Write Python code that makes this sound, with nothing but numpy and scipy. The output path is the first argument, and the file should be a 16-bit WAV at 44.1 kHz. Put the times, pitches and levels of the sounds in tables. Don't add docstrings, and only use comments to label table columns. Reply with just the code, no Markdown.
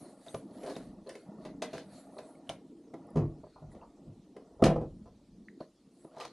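import sys
import numpy as np
from scipy import signal
from scipy.fft import rfft, irfft
from scipy.io import wavfile
from scipy.ndimage import uniform_filter1d

SR = 44100
rng = np.random.default_rng(int(sys.argv[2]) if len(sys.argv) > 2 else 0)


def generate_wav(sig):
    pcm = np.round(np.clip(np.atleast_2d(sig).T, -1, 1) * 32767).astype(np.int16)
    wavfile.write(sys.argv[1], SR, pcm)


N = 278712

# t/s, low wood modes level/dB, their centre f/Hz, upper wood modes level/dB
GRIND = [(0.0, -48.5, 265, -57), (0.25, -63, 270, -63.5), (0.45, -52, 235, -64), (0.66, -50, 310, -49.5),
         (0.94, -50.5, 220, -61), (1.17, -65.5, 320, -75), (1.3, -48, 215, -56.5), (1.75, -50, 250, -66),
         (1.95, -55, 210, -59), (2.34, -56, 310, -59), (2.56, -54.5, 245, -67.5), (2.75, -56, 285, -75.5),
         (3.11, -53, 245, -56.5), (3.4, -53, 290, -67.5), (3.53, -65, 300, -90), (3.76, -56.5, 215, -58),
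         (3.92, -64.5, 270, -71.5), (4.0, -53.5, 260, -65.5), (4.2, -57, 215, -73.5), (4.55, -60, 310, -65),
         (5.0, -51, 190, -73.5), (5.15, -65.5, 230, -74.5), (5.42, -54, 215, -78.5),
         (5.58, -54.5, 330, -80), (5.7, -71, 225, -79), (5.9, -60, 240, -83), (6.1, -66, 370, -62.5),
         (6.21, -70, 380, -53.5), (6.32, -57, 300, -97)]
# peak t/s, level/dB
SHUDDERS = [(0.62, -70), (0.86, -57), (1.46, -59), (1.77, -78), (2.5, -75), (3.24, -46), (3.7, -53),
            (4.11, -64), (4.68, -35), (5.0, -56.5), (5.32, -65)]
# t/s, peak level of the wood tone/dB, centre f/Hz,
# crack level/dB and boom level/dB against the wood tone, level fed to the echo/dB against the whole blow
KNOCKS = [(0.261, -44.5, 700, -7, -20, 2.5), (0.342, -28, 510, -8.5, -10, -8),
          (0.632, -35, 510, -12, -31, -5), (0.66, -36, 610, -9.5, -40, 4), (0.696, -38, 505, -4, -28, -1),
          (0.762, -31, 290, -10.5, -23, -10.5), (1.061, -45, 533, -15.5, -28, 7),
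          (1.091, -39, 610, -2.5, -29.5, -2), (1.151, -39.5, 450, -5.5, -24, -4.5),
          (1.449, -36, 405, -9, -50, -0.5), (1.619, -27.5, 660, -3.5, -37, -1.5),
          (1.73, -33.5, 550, -7.5, -14.5, 1.5), (1.777, -39, 756, -2.5, -19, -1),
          (2.166, -39.5, 615, -26, -27, -27), (2.184, -37, 610, -7, -39, -3.5),
          (2.492, -30.5, 720, -6, -13.5, -5.5), (2.936, -35.5, 415, -17.5, -26, -7),
          (3.156, -20.5, 260, -29, -6, 0.5), (3.168, -25.5, 206, -18.5, 2, 0),
          (3.215, -33.5, 304, -36, 2, 5), (3.434, -39.5, 437, -42, -10, -11),
          (3.464, -45.5, 680, -36, -30, -11), (3.557, -47.5, 940, -29, -10, 0.5),
          (3.617, -50, 660, -36, 3, 4), (3.747, -42.5, 320, -19, -27, -2),
          (3.813, -47.5, 960, -34, -39, 5.5), (4.068, -54, 350, -27, 9, 3.5),
          (4.363, -38, 474, -16, -25, -4), (4.593, -40, 620, -45, -16.5, 8),
          (4.621, -8.5, 332, -29.5, -9, -6.5), (4.6369, -10, 240, -11, -17.5, -4),
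          (4.655, -18.5, 302, -9.5, -8, -10.5), (4.661, -16, 656, -12, -9, -3),
          (4.699, -20.5, 645, -25, -10, 0), (4.758, -22.5, 577, -31.5, -7.5, -3.5),
          (4.81, -29, 320, -33, -6, 1.5), (5.054, -50, 810, -18.5, -7.5, 3.5),
          (5.604, -32.5, 420, -25, -39.5, -10.5), (6.045, -37, 335, -30, -32, -10),
          (6.166, -37.5, 755, -33, -18, -3.5), (6.198, -37.5, 940, -3, -28, 2.5),
          (6.248, -35, 1020, -3.5, -23, -13.5)]
# t/s, peak level/dB, pitch f/Hz, ring t60/ms (time to fall by 60 dB)
CLICKS = [(0.2835, -43, 3660, 32), (0.7556, -47, 3830, 25), (1.072, -51, 4360, 27),
          (1.0915, -44.5, 9100, 8), (1.153, -47, 2070, 11), (1.781, -34, 1670, 4), (2.183, -47, 4140, 16),
          (2.353, -62.5, 2260, 48), (2.473, -63, 3040, 17), (2.4929, -29, 3170, 13),
          (2.4926, -41.5, 9200, 7.5), (2.9401, -53.5, 2020, 64), (3.07, -64, 10200, 11),
          (3.105, -58.5, 10100, 10), (3.717, -62, 1900, 59), (3.813, -62.5, 2730, 67),
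          (4.3669, -58, 1990, 62), (4.64, -31, 5120, 8), (4.657, -32.5, 6170, 6), (5.4848, -42, 1970, 11.4),
          (5.606, -52, 4290, 25), (6.21, -39.5, 2610, 14), (6.251, -50, 4000, 21)]
# peak t/s, length/s, fine hiss level/dB, coarser scrape level/dB
STROKES = [(0.053, 0.15, -64, -70), (0.308, 0.19, -63.5, -69), (0.717, 0.29, -65, -63),
           (1.167, 0.17, -71, -70.5), (1.465, 0.12, -79, -71), (1.772, 0.12, -72.5, -60.5),
           (1.97, 0.14, -63, -67), (2.23, 0.24, -69, -74.5), (2.512, 0.092, -70.5, -71),
           (3.52, 0.21, -100, -76.5), (3.729, 0.033, -74.5, -78), (5.625, 0.059, -84, -69.5),
           (6.014, 0.17, -75, -83), (6.24, 0.12, -90, -59)]
# f/Hz, relative level/dB (blows only), t60/s before extra damping
WOOD = [(179.7, 1, 0.074), (206, -7, 0.13), (272.9, -22.5, 0.12), (325, 4, 0.073), (438.4, 5.5, 0.067),
        (507.8, 9.5, 0.051), (581, 5, 0.019), (620.7, 5, 0.083), (700.3, 0, 0.11), (816.6, -1, 0.061),
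        (948.4, 0, 0.078), (1100, -1, 0.077), (1225, -1, 0.068), (1387, -5.5, 0.049), (1815, -8, 0.043),
        (1984, -10, 0.041)]
# f/Hz, relative level/dB (blows only), t60/s before extra damping
BOARDS = [(41.3, -11, 0.067), (59, 1.5, 0.056), (82, 3, 0.098), (107, 3, 0.28), (149.3, 4, 0.35)]
# f/Hz, relative level/dB per Hz
CRACK = [(880, -25), (1500, -4), (2000, -4), (3450, -8.5), (6040, -11.5), (7280, -17), (10700, -19),
         (14000, -47)]
# f/Hz, relative level/dB per Hz
FINE = [(3820, -32), (6500, -10), (7420, -7), (8520, -4), (10200, 1.5), (11100, -3), (12400, -33),
        (16100, -60), (22000, -120)]
# f/Hz, relative level/dB per Hz
COARSE = [(760, -63), (1300, -1), (1830, -2), (3120, -13.5), (4310, 2), (5070, -11.5), (9000, -23.5),
          (11700, -65), (19800, -120)]
# f/Hz, t60/s before any quickening
PORCH = [(60, 0.079), (250, 0.4), (700, 0.17), (2000, 0.28), (5000, 0.16), (11000, 0.17)]
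# f/Hz, gain/dB
WIDTH = [(1200, -93.5), (2400, -35.5), (4000, -8.5), (8000, -5.5), (13000, -27.5)]
# f/Hz, relative level/dB per Hz
AIR = [(15, -38), (25, -26), (91, -22.5), (225, 5), (569, -12.5), (632, -13.5), (1680, -25), (4370, -21.5),
       (8690, -27), (10500, -29.5), (14000, -52)]

GRIND_DULL_DB = 14
SHUDDER_RISE_DB_PER_S, SHUDDER_FALL_DB_PER_S, SHUDDER_REST_DB = 233, 95.5, -81.5
FOCUS_DB, FOCUS_GROWTH_DB = 8.5, 4
ABOVE_DB = 1
RATTLE_MS = 3.73
STROKE_RISE, STROKE_ENDS_DB = 0.52, -8
DRAG_DB, DRAG_GROWTH = -5, 1
AIR_DB = -69
EDGE_HZ = 14400


def grind():
    low_db, low_hz, high_db = curves(GRIND)
    wood = rubbed(WOOD)
    boards = rubbed(BOARDS[:2])
    low = np.transpose(WOOD)[0] < 470
    out = shudder() * evened(boards.sum(0))
    groups = ((low, low_db, low_hz, 14.), (~low, high_db, 625., GRIND_DULL_DB))
    for part, db, centre_hz, slope_db in groups:
        weight = near(WOOD, centre_hz, slope_db)[part]
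        tone = (wood[part] * weight).sum(0) / np.linalg.norm(weight, axis=0)
        out = out + gain_of(db) * tone
    return out


def rubbed(modes):
    t = np.arange(SR // 4) / SR
    soft = 1 - np.exp(-(t / 0.005) ** 2)
    sounds = []
    for mode in ring(modes, t, np.zeros(len(modes)), damping=1.93):
        impacts = grains(per_s=250., spread_db=4.5)
        sounds.append(evened(signal.oaconvolve(impacts, mode * soft)[:N]))
    return np.array(sounds)


def shudder():
    t, level = np.arange(N) / SR, gain_of(SHUDDER_REST_DB)
    for s, db in SHUDDERS:
        rise_db = (s - t) * SHUDDER_RISE_DB_PER_S
        fall_db = (t - s) * SHUDDER_FALL_DB_PER_S
        level = level + gain_of(db - np.maximum(rise_db, fall_db))
    return level


def knock(hz, crack_db, boom_db, chances, noise):
    t = np.arange(SR // 2) / SR
    focus_db = FOCUS_DB + FOCUS_GROWTH_DB * np.log2(hz / 500)
    above = np.transpose(WOOD)[0][:, None] > hz
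    weight = near(WOOD, hz, max(focus_db, 0) + ABOVE_DB * above)
    wood = sum((weight * ring(WOOD, t, c, damping=1.42)).sum(0) for c in chances)
    boom = sum(ring(BOARDS[2:], t, c, damping=1.87).sum(0) for c in chances)
    contact = 1 - np.exp(-(t / 0.0038) ** 2)
    boom *= 1 - np.exp(-t / 0.004)
    u = t * 1000 / RATTLE_MS
    tick = 10.5 * np.exp(-t / 0.0014)
    rattle = np.sqrt(u) * np.exp(-u)
    crack = np.resize(noise, len(t)) * (rattle + tick)
    parts = ((0, wood * contact), (boom_db, boom), (crack_db, crack * contact ** 2))
    return sum(gain_of(db) * x / abs(x).max() for db, x in parts)


def brush():
    fine = coloured(grains(per_s=34000.0, spread_db=4.0), FINE)
    fine = patchy(fine, patch_db=4.8, bins=4, frames=30)
    coarse = coloured(grains(per_s=2700.0, spread_db=-1.5), COARSE)
    coarse = patchy(coarse, patch_db=3.5, bins=2, frames=50)
    drag = coloured(grains(per_s=760.0, spread_db=3.0), CRACK)
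    drag = patchy(drag, patch_db=2.0, bins=3, frames=30)
    t, out = np.arange(N) / SR, np.zeros(N)
    for s, length, fine_db, coarse_db in STROKES:
        away = np.maximum((s - t) / STROKE_RISE, (t - s) / (1 - STROKE_RISE)) / length
        swell = gain_of(STROKE_ENDS_DB * away ** 2.06)
        hard = gain_of(DRAG_DB + DRAG_GROWTH * (coarse_db + 64))
        scrape = gain_of(coarse_db) * (coarse + hard * drag)
        out += swell * (gain_of(fine_db) * fine + scrape)
    return out


def click(hz, t60_ms, chance):
    t = np.arange(SR // 10) / SR
    cluster = np.sin(2 * np.pi * hz * (1 + 0.064 * chance[:, None]) * t).sum(0)
    onset = 1 - np.exp(-t / 0.00068)
    sound = cluster * gain_of(-60000 * t / max(t60_ms, 4)) * onset
    return sound / abs(sound).max()


def porch(x, quick=1.):
    at = np.arange(200, SR - 20, 20) + rng.integers(0, 20, (3, (SR - 201) // 20))
    taps = np.zeros((3, SR))
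    np.put_along_axis(taps, at, rng.choice([-1., 1.], at.shape), 1)
    hz, t, z = signal.stft(taps, SR, nperseg=512)
    fade = gain_of(-60 * quick * t / read(PORCH, hz)[:, None])
    tails = signal.istft(z * fade, SR, nperseg=512)[1]
    tails = tails / np.linalg.norm(tails, axis=1)[:, None]
    turn = 2 * np.pi * (np.arange(N) / SR * 2.3 + np.arange(3)[:, None] / 3)
    fed = x * np.sqrt((1 + np.cos(turn)) / 3)
    return signal.fftconvolve(fed, tails, axes=1)[:, :N].sum(0)


def air():
    noise = coloured(rng.standard_normal(N), AIR)
    return gain_of(AIR_DB) * patchy(noise, patch_db=3.0, bins=2, frames=25)


def ring(modes, t, chance, damping):
    hz, db, t60 = np.transpose(modes)[:, :, None]
    shift = 1 + 0.05 * chance[:len(modes), None]
    return gain_of(db - 60 * t * damping / t60) * np.sin(2 * np.pi * hz * shift * t)


def near(modes, hz, db_per_octave):
    octaves = abs(np.log2(np.transpose(modes)[0][:, None] / hz))
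    return gain_of(-db_per_octave * octaves)


def grains(per_s, spread_db):
    hit, size, sign = rng.random((N, 3)).T
    strength = gain_of(spread_db * np.minimum(-np.log(size + 1e-9), 4))
    return (hit < per_s / SR) * strength * np.sign(sign - .5)


def patchy(x, patch_db, bins, frames):
    z = signal.stft(x, nperseg=256, noverlap=192)[2]
    field = rng.standard_normal(z.shape[::-1]).T
    field = uniform_filter1d(field, size=bins, axis=0)
    field = evened(uniform_filter1d(field, size=frames, axis=1))
    return evened(signal.istft(z * gain_of(patch_db * field), nperseg=256, noverlap=192)[1][:len(x)])


def coloured(x, points):
    hz = np.fft.rfftfreq(len(x), 1 / SR)
    return evened(irfft(rfft(x) * gain_of(read(points, hz)), len(x)))


def read(points, hz):
    f, value = np.transpose(points)
    return np.interp(np.log(hz + 1), np.log(f + 1), value)


def curves(rows):
    s, *columns = np.transpose(rows)
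    return [np.interp(np.arange(N) / SR, s, c) for c in columns]


def gain_of(db):
    return 10 ** (np.asarray(db) / 20)


def evened(x):
    return x / np.sqrt(np.mean(x ** 2) + 1e-20)


def add(mix, s, sound):
    part = mix[round(s * SR):][:len(sound)]
    part += sound[:len(part)]


def scene():
    direct, sent = np.zeros(N), np.zeros(N)
    chances = np.clip(rng.standard_normal((len(KNOCKS), 3, len(WOOD))), -2, 2)
    noises = rng.standard_normal((len(KNOCKS), 8192))
    for (s, db, *blow, echo_db), chance, noise in zip(KNOCKS, chances, noises):
        rattle = patchy(coloured(noise, CRACK), patch_db=0.5, bins=3, frames=30)
        sound = gain_of(db) * knock(*blow, chance, rattle)
        add(direct, s, sound)
        add(sent, s, gain_of(echo_db) * sound)
    click_chances = rng.uniform(-0.84, 1, (len(CLICKS), 5))
    for (s, db, hz, t60_ms), chance in zip(CLICKS, click_chances):
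        sound = gain_of(db) * click(hz, t60_ms, chance)
        add(direct, s, sound)
        add(sent, s, gain_of(-16.0) * sound)
    mid = direct + porch(sent) + grind() + brush() + air()
    side = porch(mid, quick=2.1)
    side_gain = gain_of(read(WIDTH, np.fft.rfftfreq(N, 1 / SR)))
    side = irfft(rfft(side) * side_gain, N)
    return np.array([mid + side, mid - side])


def record(dry):
    bass_cut = signal.butter(3, 25.2, "high", fs=SR, output="sos")
    thin = signal.sosfilt(bass_cut, dry)
    treble_cut = signal.firwin(511, EDGE_HZ, window=("kaiser", 9), fs=SR)
    return signal.oaconvolve(thin, treble_cut[None], "same")


dry = scene()
out = record(dry)
generate_wav(out)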